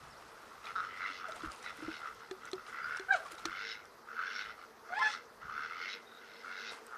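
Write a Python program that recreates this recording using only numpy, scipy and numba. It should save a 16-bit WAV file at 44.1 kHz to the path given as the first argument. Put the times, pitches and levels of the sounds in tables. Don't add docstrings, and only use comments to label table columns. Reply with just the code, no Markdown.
import sys
import numpy as np
from scipy import signal
from scipy.io import wavfile
from scipy.ndimage import uniform_filter1d
from numba import njit

SR = 44100
rng = np.random.default_rng(int(sys.argv[2]) if len(sys.argv) > 2 else 0)


def unload_audio(sound):
    columns = np.transpose(np.atleast_2d(sound))
    steps = np.round(np.clip(columns, -1, 1) * 32767)
    wavfile.write(sys.argv[1], SR, steps.astype(np.int16))


def nominal_scale(level):
    x = np.asarray(level, float) / 20
    return 10 ** x


N = 307377


def rms_one(x):
    return x / np.sqrt(np.mean(x ** 2) + 1e-20)


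def in_time(rows):
    s, *columns = np.transpose(rows)
    return [np.interp(np.arange(N) / SR, s, column) for column in columns]


def drift(rate_hz):
    r = np.exp(-2 * np.pi * rate_hz / SR)
    smooth = signal.lfilter([1], [1, -2 * r, r * r], rng.standard_normal(N + SR))
    return rms_one(smooth[SR:])


def band(x, low_hz, high_hz):
    return signal.sosfilt(signal.butter(2, [low_hz, high_hz], "band", fs=SR, output="sos"), x)


def resonance(x, hz, width_hz):
    r = np.exp(-np.pi * width_hz / SR)
    feedback = [1, -2 * r * np.cos(2 * np.pi * hz / SR), r * r]
    return signal.lfilter([(1 - r * r) / 2, 0, (r * r - 1) / 2], feedback, x + 1e-18)


@njit
def gliding(x, hz, r, rate):
    y = np.zeros(len(x))
    for i in range(2, len(x)):
        ringing_on = 2 * r * np.cos(2 * np.pi * hz[i] / rate) * y[i - 1] - r * r * y[i - 2]
        y[i] = x[i] - x[i - 2] + ringing_on
    return y


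def bank(x, modes, waver_db):
    out, slide = 0, .012 * drift(3)
    for k, (hz, width_hz, level_db) in enumerate(modes):
        r = np.exp(-np.pi * width_hz / SR)
        gain = nominal_scale(level_db + waver_db * drift(5.1)) * (1 - r * r) / 2
        out = out + (-1) ** k * gain * gliding(x, hz * (1 + slide), r, SR)
    return out


def throat(per_s, jitter, uneven_db):
    cycles = np.cumsum(per_s * (1 + jitter * drift(60))) / SR
    pulses = np.diff(np.floor(cycles), prepend=0)
    return pulses * nominal_scale(uneven_db * np.tanh(drift(80))), cycles


def add(out, s, hz, level_db, t60, onset_s, rise=0.):
    first = int(s * SR)
    t = np.arange(min(int(t60 * SR), N - first)) / SR
    shape = nominal_scale(level_db - 60 * t / t60) * (1 - np.exp(-t / onset_s))
    out[first:first + len(t)] += shape * np.sin(2 * np.pi * hz * t * (1 + rise * t / t60))


def bursts(rows, rise_s):
    t = np.arange(N) / SR
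    power = 0
    for s, db, fade_s in rows:
        power = power + nominal_scale(db - 20 * np.maximum((s - t) / rise_s, (t - s) / fade_s)) ** 2
    return np.sqrt(power)


def coloured(spectrum, patchy_db):
    edges = 20 * 2 ** (np.arange(30) / 3)
    white = rng.standard_normal((2, N))
    hz, level_db = np.transpose(spectrum)
    out, flicker = 0, drift(14)
    for k, (low, high) in enumerate(zip(edges, edges[1:])):
        own_db = np.interp(np.log(low * high) / 2, np.log(hz), level_db)
        own_flicker = np.roll(flicker, k * N // 30)
        out = out + nominal_scale(own_db + patchy_db * own_flicker) * band(white[k % 2], low, high)
    return rms_one(out)


# (f/Hz, relative level/dB)
YARD_COLOUR = [(12, -51), (20, -40), (167, -15.5), (232, -10.5), (298, -8), (450, -2.5), (561, -5.5),
               (803, -5), (1280, -2.5), (1740, -9), (2780, -23.5), (3760, -19), (5680, -19), (7080, -27.5),
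               (14500, -29)]
# (f/Hz, width of each/Hz, level/dB before swell)
PUMP_LINES = [(229.5, 16.2, -74), (456.7, 43, -67)]
# (t/s, gain/dB)
PUMP_SWELL_CURVE = [(0, -10), (.6, -9), (.7, -1), (3, -3), (3.7, 0), (6.97, 1)]
# (t/s, peak level/dB, fade by 20 dB/s)
WIND_LUMPS = [(.04, -64, .4), (.75, -66, .4), (1.47, -52, .05), (1.88, -56, .05), (2.57, -64, .1),
              (2.85, -63, .15), (3.47, -59, .08), (4.48, -68, .1), (5.44, -63, .4)]
# (t/s, level/dB before waver)
BREEZE_CURVE = [(0, -79), (.7, -74), (3.5, -75), (4, -79), (5.6, -76), (5.9, -82), (6.97, -83)]


def yard():
    yard_db, gust_rise_s = -58, .08
    hum = 0
    for hz, width_hz, db in PUMP_LINES:
        line = resonance(resonance(rng.standard_normal(N), hz, width_hz), hz, width_hz)
        hum = hum + nominal_scale(db + 2.4 * drift(10)) * rms_one(line)
    hum *= nominal_scale(in_time(PUMP_SWELL_CURVE)[0])
    breeze = nominal_scale(in_time(BREEZE_CURVE)[0] + 2.2 * drift(4))
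    rumble = rms_one(band(rng.standard_normal(N), 32, 175))
    wind = np.hypot(bursts(WIND_LUMPS, gust_rise_s), breeze) * rumble
    return nominal_scale(yard_db) * coloured(YARD_COLOUR, patchy_db=2.0) + hum + wind


# (t/s, level/dB before a gain of 1.5, starting f/Hz, fall by 60 dB/s, swell/s)
AIR_PLOPS = [(1.1, -50, 280, 0.087, 0.002), (1.435, -36.5, 315, 0.1, 0.002),
             (1.473, -42, 61.85, 0.1, 0.002), (1.786, -47, 297.1, 0.098, 0.002),
             (1.823, -38.5, 312, 0.13, 0.002), (1.881, -32, 318, 0.091, 0.0015),
             (3.328, -48.5, 336, 0.085, 0.002)]
# (t/s, level/dB before each tone's own gain, f/Hz)
WATER_DROPS = [(0.6559, -44, 3900), (.669, -38, 2450), (1.285, -51.5, 5906), (1.312, -52, 5400),
               (1.3204, -44, 3820), (1.33, -50, 3900), (1.3788, -47, 2480), (1.36, -52, 8100),
               (1.404, -50, 3900), (1.4211, -44.5, 3700), (1.5184, -42.5, 5350), (1.561, -48, 5410),
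               (1.627, -50, 5520), (1.77, -54, 9000), (2.147, -55, 8800), (2.4538, -46, 6000),
               (2.5152, -42, 6100), (2.556, -54, 5800), (2.6653, -47.5, 3000), (2.9711, -40, 5900),
               (3.25, -57, 5700), (3.285, -58, 5600), (3.3199, -44, 7900), (3.352, -50, 6000),
               (3.383, -45, 3900), (3.8546, -54, 5670), (4.6994, -59, 3570), (6.8663, -52, 8440)]
# (t/s, level/dB, starting f/Hz, fall by 60 dB/s)
SINGLE_BUBBLES = [(1.315, -50, 640, .04), (1.345, -50, 600, .05), (1.375, -49, 680, .04),
                  (1.358, -50, 1950, .025), (1.443, -46, 1950, .025), (1.543, -48, 2450, .02),
                  (3.282, -50, 2300, .025), (3.295, -52, 700, .05), (3.387, -48, 3700, .025),
                  (6.73, -48, 850, .04)]
# (t/s, peak level/dB before the fizz and bubble gains, fade by 20 dB/s)
SPLASH_BURSTS = [(.65, -61, .2), (1.29, -61, .12), (1.36, -55, .08), (1.43, -59, .15), (1.52, -53, .07),
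                 (1.57, -62, .1), (1.63, -56, .14), (1.77, -62, .1), (2.46, -63, .06), (2.68, -59, .1),
                 (2.89, -60, .06), (2.97, -58, .06), (3.19, -60, .15), (3.26, -59, .08), (3.32, -55, .07),
                 (3.39, -60, .08), (6.45, -67, .2), (6.72, -54, .12), (6.87, -62, .04)]
# (t/s, level/dB before the same gains)
LAPPING_CURVE = [(0, -67), (1.1, -67), (1.26, -74), (1.95, -63), (2.3, -74), (3.5, -68), (4, -90),
                 (4.45, -72), (4.9, -85), (6.3, -75), (6.97, -70)]
# (f/Hz, relative level/dB per Hz)
FIZZ_COLOUR = [(300, 5), (1000, 15), (3000, 9), (6000, 2), (9000, 1), (14000, -22)]


def water():
    splash_rise_s, drop_t60_s = .03, .009
    out = np.zeros(N)
    for s, level_db, hz, t60, swell_s in AIR_PLOPS:
        add(out, s, hz, level_db + 1.5, t60, swell_s, rise=.02)
    drop_tones = [(0.953, 3.5), (0.6, -3.5), (1.3, -3), (1.57, -6)]   # (multiple of f, gain/dB)
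    chance = rng.standard_normal((len(WATER_DROPS), 4, 2))
    for (s, level_db, hz), luck in zip(WATER_DROPS, chance):
        for (ratio, gain_db), (off, strength) in zip(drop_tones, luck):
            tone_hz = hz * ratio * (1 + .04 * off)
            tone_db = level_db + gain_db + 2.5 * strength + 2
            add(out, s, tone_hz, tone_db, drop_t60_s, .0002, rise=0.08)
    for s, level_db, hz, t60 in SINGLE_BUBBLES:
        add(out, s, hz, level_db, t60, .001, rise=.3)
    struck = rng.random(N) < 600 * nominal_scale(5.0 * drift(25)) / SR
    grains = struck * nominal_scale(2.5 * np.minimum(rng.exponential(1, N), 4))
    graininess = np.sqrt(1.2 + signal.lfilter([1], [1, -.975], grains ** 2))
    fizz = coloured(FIZZ_COLOUR, patchy_db=1.0) * graininess
    born = (rng.random(N) < 150 / SR) * rng.standard_normal(N)
    dealt = rng.integers(0, 12, N)
    bubbles = 0
    for k, hz in enumerate(np.geomspace(450, 1300, num=12)):
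        bubbles = bubbles + resonance(born * (dealt == k), hz, hz / 6.4)
    stirred = np.hypot(bursts(SPLASH_BURSTS, splash_rise_s), nominal_scale(in_time(LAPPING_CURVE)[0]))
    return out + stirred * (nominal_scale(3.5) * rms_one(fizz) + nominal_scale(0.2) * rms_one(bubbles))


# (t/s, ring level/dB, crack level/dB, main ring f/Hz), before each mode's own gain
WOOD_BLOWS = [(2.311, -33, -45, 377), (2.531, -30, -42, 374), (2.996, -37.5, -47, 383.5),
              (3.454, -35.5, -31.5, 331.2)]
# (multiple of the main ring, gain/dB, fall by 60 dB/s)
BODY_MODES = [(1, 0.5, .12), (.9, -16, 0.086), (1.91, -13, 0.065)]
# (f/Hz, gain/dB before a further 6 and chance, fall by 60 dB/s)
SURFACE_MODES = [(1248, -3, 0.018), (1769, -0.5, 0.014), (2340, -6.5, 0.016), (3470, -1.5, 0.012),
                 (4163, 1, 0.013), (5785, -3.5, 0.007), (6630, -8.5, 0.007), (8000, -10, .006)]


def knocks():
    out = np.zeros(N)
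    chance = rng.standard_normal((len(WOOD_BLOWS), len(SURFACE_MODES), 2))
    for (s, ring_db, crack_db, ring_hz), luck in zip(WOOD_BLOWS, chance):
        for multiple, gain_db, t60 in BODY_MODES:
            add(out, s, ring_hz * multiple, ring_db + gain_db, t60, .0025)
        for (hz, gain_db, t60), (strength, late) in zip(SURFACE_MODES, luck):
            add(out, s + .0006 * abs(late), hz, crack_db + gain_db + 6 + 2.5 * strength, t60, .0003)
    contacts = [(s + .001, crack_db - 4, .012) for s, _, crack_db, _ in WOOD_BLOWS]
    return out + bursts(contacts, .001) * rms_one(band(rng.standard_normal(N), 500, 5000))


# (delay t/s, level/dB)
REFLECTIONS = [(.011, -16), (.019, -19), (.026, -23), (.037, -23), (.047, -25), (.068, -28), (.093, -26)]


def echoes(x):
    dull, out = band(x, 200, 6000), np.zeros(N)
    for s, level_db in REFLECTIONS:
        lag = int(s * SR)
        out[lag:] += nominal_scale(level_db) * dull[:-lag]
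    return out


# (t/s, f/Hz, level/dB before flutter)
BIRD_NOTES = [(.104, 5300, -88), (.109, 5550, -66), (.132, 4900, -68), (.158, 4000, -80), (.167, 4300, -69),
              (.181, 5800, -68), (.21, 4800, -85)]


def chirp():
    hz, level_db = in_time(BIRD_NOTES)
    tone = np.sin(2 * np.pi * np.cumsum(hz) / SR)
    return np.sqrt(2) * nominal_scale(level_db + 4.0 * drift(100)) * tone


# (start t/s, length/s, level/dB at the top of a throb, pulses per s from, to)
DUCK_QUACK = (.753, .057, -34, 190, 184)
# (f/Hz, width of each/Hz, gain/dB)
BILL_RESONANCES = [(1330, 260, 0), (3800, 400, -23), (5200, 600, -29)]


def quack():
    edge_s, throb_per_s, throb_db = .004, 48, 6.0
    start, length, db, from_per_s, to_per_s = DUCK_QUACK
    t = np.arange(N) / SR - start
    gate = np.clip(np.minimum(t, length - t) / edge_s, 0, 1)
    per_s = np.interp(t, [0, length], [from_per_s, to_per_s])
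    pulses = throat(per_s, jitter=.03, uneven_db=1.5)[0]
    throb = nominal_scale(db - throb_db * np.cos(np.pi * throb_per_s * t) ** 2)
    voice = 0
    for hz, width_hz, gain_db in BILL_RESONANCES:
        voice = voice + nominal_scale(gain_db) * resonance(resonance(pulses, hz, width_hz), hz, width_hz)
    return gate * throb * rms_one(voice)


# (start t/s, length/s, from f/Hz, to f/Hz, fundamental level/dB, octave level/dB)
BRIEF_NOTES = [(1.238, .04, 790, 730, -55, -75), (1.28, .026, 700, 580, -45, -58),
               (1.35, .05, 640, 730, -57, -72), (3.182, .06, 640, 690, -54, -64),
               (3.248, .03, 1200, 1040, -50, -70), (4.988, .048, 1025, 1050, -32, -41),
               (5.006, .03, 660, 690, -58, -37), (4.89, .1, 2060, 2130, -58, -75),
               (5.03, .06, 780, 775, -60, -42)]


def brief_notes():
    higher_db = -24
    shape = [(0, 18), (.3, 0), (.7, 0), (1, 18)]   # (share of the length, dB quieter)
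    notes = []
    for start, length, from_hz, to_hz, first_db, octave_db in BRIEF_NOTES:
        note = []
        for share, less in shape:
            third_db = first_db + higher_db - less
            hz = from_hz + share * (to_hz - from_hz)
            note.append((start + share * length, hz, first_db - less, octave_db - less, third_db, third_db - 6))
        notes.append(note)
    return notes


# (f/Hz, width/Hz, gain/dB), before sliding and swelling
WINDPIPE_MIDDLE = [(2453.6, 160, -1), (2700, 90, 0), (2895, 137, -4)]
# (f/Hz, width/Hz, gain/dB)
WINDPIPE_UPPER = [(3450, 90, 1), (3830, 150, 2.5), (4350, 140, -1), (4900, 190, -1), (5370, 160, -1),
                  (5900, 200, -4)]
# (multiple of the pitch, gain/dB before flutter)
HIGHER_PARTIALS = [(4, -8), (5, -12), (6, -16), (7, -22)]
# (t/s, pitch f/Hz, fundamental level/dB, octave level/dB, third partial level/dB, higher partials level/dB)
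CLEAR_HONKS = [
    [(3.081, 720, -56, -66, -73, -75), (3.087, 762, -50, -36, -66, -72), (3.103, 770, -42, -36, -60, -62),
     (3.111, 797, -38, -19, -60, -56), (3.118, 790, -36, -29, -54, -54), (3.129, 765, -28, -30, -37, -48),
     (3.137, 750, -37, -41, -40, -45), (3.146, 730, -33, -27, -45, -50), (3.154, 680, -31, -33, -58, -52),
     (3.163, 600, -52, -52, -62, -48), (3.175, 570, -49, -45, -62, -56), (3.184, 560, -60, -60, -70, -70)],
    [(4.89, 662, -64, -58, -80, -80), (4.905, 685, -50, -62, -74, -76), (4.922, 705, -45, -54, -70, -70),
     (4.933, 722, -40, -38, -66, -66), (4.946, 765, -50, -50, -62, -58), (4.96, 795, -48, -40, -52, -55),
     (4.97, 825, -42, -46, -50, -56), (4.982, 860, -36, -36, -58, -56), (4.998, 960, -44, -52, -62, -50)],
    [(5.012, 855, -52, -50, -60, -56), (5.024, 862, -36, -30, -56, -50), (5.038, 862, -39, -33, -54, -44),
     (5.052, 862, -39, -35, -54, -46), (5.068, 856, -37, -30.5, -41, -45), (5.08, 850, -41, -36, -45, -46),
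     (5.088, 842, -43, -58, -60, -52), (5.102, 830, -58, -66, -66, -64)],
]
# (t/s, peak level/dB before flutter, fade by 20 dB/s)
RUSHING_AIR = [(3.135, -52, .04), (3.163, -52, .04), (4.997, -46, .05), (5.03, -47, .1), (5.1, -49, .1)]


def honks():
    hiss_db, wobble, flutter_db, harsh_rise_s = -5.0, .085, 9, .025
    out, shake, flutter = np.zeros(N), drift(206), drift(173)
    low_modes, high_mode = [(1450, 340, 11.6), (2100, 240, 4.3)], [(8500, 2500, -12)]
    hiss_modes = low_modes + WINDPIPE_MIDDLE + WINDPIPE_UPPER + high_mode
    hiss = bank(rng.standard_normal(N), hiss_modes, waver_db=6.0)
    hiss = rms_one(band(hiss, 900, 11000))
    for note in CLEAR_HONKS + brief_notes():
        span = slice(int(note[0][0] * SR), int(note[-1][0] * SR))
        curves = [uniform_filter1d(column, size=150)[span] for column in in_time(note)]
        hz, first_db, octave_db, third_db, higher_db = curves
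        loudest_db = np.maximum(first_db, octave_db)
        rough = np.clip(.12 - .011 * (loudest_db + 30), 0, .7)
        phase = 2 * np.pi * np.cumsum(hz * (1 + wobble * rough * shake[span])) / SR
        tone = nominal_scale(first_db) * np.sin(phase)
        tone += nominal_scale(octave_db + flutter_db * rough * shake[span]) * np.sin(2 * phase)
        tone += nominal_scale(third_db) * np.sin(3 * phase)
        for k, db in HIGHER_PARTIALS:
            own_flutter = np.roll(flutter, k * 999)[span]
            tone += nominal_scale(higher_db) * nominal_scale(db + 3.5 * own_flutter) * np.sin(k * phase)
        out[span] += np.sqrt(2) * tone * nominal_scale(flutter_db * rough * flutter[span])
        out[span] += nominal_scale(higher_db + hiss_db) * 10 * rough * hiss[span]
    rush = rms_one(band(hiss, 1100, 9000) + 1.5 * band(hiss, 2200, 9000))
    return out + bursts(RUSHING_AIR, harsh_rise_s) * nominal_scale(3.0 * flutter) * rush


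# (start t/s, loudest t/s, end t/s, level/dB, throat pulses per s at the start,
# second resonance gain/dB, upper resonances gain/dB, both from the level and with the bill fully open)
LONG_CALLS = [(.89, .93, .97, -56, 90, 5, -14), (.97, 1.03, 1.1, -43, 88, -3, -12),
              (1.11, 1.14, 1.19, -54, 92, 0, 1), (1.74, 1.9, 1.97, -50, 66, -4, -6),
              (2.655, 2.89, 2.975, -42, 62, -11, -19), (3.385, 3.53, 3.725, -44, 84, -5, -5),
              (4.12, 4.22, 4.41, -40, 80, -8, -10), (4.98, 5.05, 5.14, -47, 60, -3, -1),
              (5.5, 5.59, 5.67, -42, 68, -10, -15), (5.68, 5.73, 5.93, -45, 80, -3, -4),
              (6.05, 6.2, 6.41, -58, 85, -2, -4), (6.42, 6.47, 6.7, -44.5, 85, -8, -5)]
# (start t/s, length/s, level/dB, throat pulses per s at the start, second resonance gain/dB)
SHORT_GRUNTS = [(.03, .05, -57, 82, -15), (.35, .06, -57, 82, -14), (.49, .08, -56, 84, -14),
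                (.64, .07, -48, 88, -5), (.8, .07, -44, 97, -13), (1.198, .065, -47, 91, -10),
                (1.295, .03, -44, 86, -14), (1.4, .06, -46, 72, -12), (1.47, .025, -49, 80, -14),
                (1.645, .06, -47, 89, -3), (2.01, .07, -42, 71, -14), (2.19, .06, -52, 71, -11),
                (2.42, .07, -53, 70, -7), (2.58, .03, -52, 65, -10), (2.66, .04, -50, 65, -8),
                (2.71, .09, -48, 65, -8), (4.072, .02, -53, 70, -16), (4.105, .03, -50, 75, -16),
                (3.165, .055, -52, 90, -12), (3.295, .04, -54, 90, -10), (3.25, .03, -55, 58, -15),
                (4.45, .06, -49, 110, -4), (4.58, .05, -54, 86, -8), (4.84, .04, -55, 77, -15),
                (4.89, .04, -50, 77, -14), (5.095, .045, -46, 95, -4), (5.15, .04, -53, 85, -8),
                (5.412, .05, -49, 72, -14), (5.48, .04, -46, 72, -16), (6.89, .12, -46, 120, -22)]
# (t/s, level/dB)
FLOCK_MURMUR = [(0, -63), (1.2, -60), (3.4, -61), (4, -72), (6.97, -70)]


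def calling():
    long_s = .3
    onset_db_per_s, swell_db, sag_db_per_s = 900, 16, 25
    release_db_per_s, short_release_db_per_s, upper_release_db_per_s = 150, 200, 160
    open_second_db, open_upper_db = 16, 21
    pulse_rise, start_gape = .3, .4
    t = np.arange(0, N + 64, 64) / SR
    grunts = []
    for start, length, db, per_s, second_db in SHORT_GRUNTS:
        grunts.append((start, start + .4 * length, start + length, db, per_s, second_db, second_db - 7))
    murmur = nominal_scale(np.interp(t, *np.transpose(FLOCK_MURMUR))) ** 2
    total = np.array([murmur, murmur * nominal_scale(-10) ** 2, murmur * nominal_scale(-14) ** 2, murmur * 75, murmur * 0])
    for start, top, end, db, per_s, second_db, upper_db in LONG_CALLS + grunts:
        done = np.clip((t - start) / (end - start), 0, 1)
        reach = min((end - start) / long_s, 1)
        before_s, after_s = np.maximum(start - t, 0), np.maximum(t - end, 0)
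        release = release_db_per_s + short_release_db_per_s * (1 - reach)
        edges = db - onset_db_per_s * before_s - release * after_s
        swell = swell_db * np.sqrt(reach) * np.clip((top - t) / (top - start), 0, 1) ** 2
        first = edges - swell - sag_db_per_s * np.clip(t - top, 0, end - top)
        second = edges + second_db - open_second_db * reach * (1 - done) ** 2
        upper = edges + upper_db - open_upper_db * reach * (1 - done) ** 1.4
        upper = upper - upper_release_db_per_s * after_s
        power, gape = nominal_scale(first) ** 2, done * reach
        rate = per_s * (1 + pulse_rise * gape)
        rise = start_gape * reach + (1 - start_gape) * gape
        total += [power, nominal_scale(second) ** 2, nominal_scale(upper) ** 2, power * rate, power * rise]
    return in_time(np.transpose([t, *np.sqrt(total[:3]), *(total[3:] / total[0])]))


# (start t/s, length/s, f/Hz, level/dB before edges)
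RINGING_MOMENTS = [(.99, .1, 2020, -50), (1.0, .17, 3900, -62), (1.635, .06, 3900, -59),
                   (1.65, .05, 1980, -54), (2.72, .1, 2000, -58), (2.84, .13, 1450, -48),
                   (2.815, .06, 4800, -59), (3.11, .035, 3850, -50), (3.7, .04, 5200, -53),
                   (4.14, .13, 1320, -52), (5.475, .06, 1250, -49), (5.55, .11, 1500, -48),
                   (3.52, .14, 2150, -54), (4.255, .09, 3500, -56), (4.335, .065, 5350, -56),
                   (4.41, .05, 3800, -58), (5.145, .03, 3800, -58), (5.71, .07, 2080, -54),
                   (5.79, .12, 2130, -50), (5.8, .09, 2700, -56), (5.87, .085, 3880, -51),
                   (6.05, .15, 3750, -64), (6.45, .15, 2150, -57), (6.665, .06, 3800, -56)]


def ringing(source):
    width_hz, edge_s = 90, .015
    out, t = np.zeros(N), np.arange(N) / SR
    for start, length, hz, level_db in RINGING_MOMENTS:
        span = slice(int(start * SR), int((start + length) * SR))
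        to_edge_s = np.minimum(t[span] - start, start + length - t[span])
        gate = np.clip(to_edge_s / edge_s, 0, 1)
        ring = resonance(resonance(source[span], hz, width_hz), hz, 3 * width_hz)
        out[span] += nominal_scale(level_db) * gate * rms_one(ring)
    return out


def rasp():
    breath, surge_db = .12, 1.0
    first_width_hz, second_width_hz, voice_top_hz = 290, 125, 6300
    first_gain, second_gain, upper_gain, per_s, gape = calling()
    first_hz = 1300 + 180 * gape + 25 * drift(6)
    second_hz = 1975 + 135 * gape + 30 * drift(6)
    pulses, cycles = throat(per_s, jitter=.045, uneven_db=2.0)
    puff = np.exp(-(cycles % 1) / .62)
    air = rng.standard_normal(N) * puff * nominal_scale(1.25 * drift(50))
    hoarse = pulses + 2.1 * breath * air

    first_r = np.exp(-np.pi * first_width_hz / SR)
    first = gliding(pulses + breath * air, first_hz, first_r, SR)
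    first = gliding(first, first_hz, first_r, SR)
    second = gliding(hoarse, second_hz, np.exp(-np.pi * second_width_hz / SR), SR)
    second = band(second, 1650, 2600)
    middle = band(bank(hoarse, WINDPIPE_MIDDLE, waver_db=2.2) + .16 * hoarse, 2200, 3300)
    upper = band(bank(hoarse, WINDPIPE_UPPER, waver_db=1.8) + .28 * hoarse, 3050, 9000)
    upper = signal.sosfilt(signal.butter(12, voice_top_hz, fs=SR, output="sos"), upper)

    middle_gain = nominal_scale(-3.0) * second_gain ** .7 * upper_gain ** .3
    voice = first_gain * nominal_scale(surge_db * drift(12)) * rms_one(first)
    voice += second_gain * rms_one(second) + upper_gain * rms_one(upper)
    return voice + ringing(hoarse) + middle_gain * rms_one(middle)


def scene():
    birds = rasp() + honks() + quack() + chirp()
    mix = birds + echoes(birds) + knocks() + water() + yard()
    return mix[None]


def low_pass(x):
    return signal.sosfilt(signal.butter(12, 14870, fs=SR, output="sos"), x)


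def record(dry):
    top_cut = signal.cheby2(20, 60, 15000, fs=SR, output="sos")
    mix = signal.sosfilt(top_cut, dry)
    return low_pass(mix)


dry = scene()
out = record(dry)
unload_audio(out)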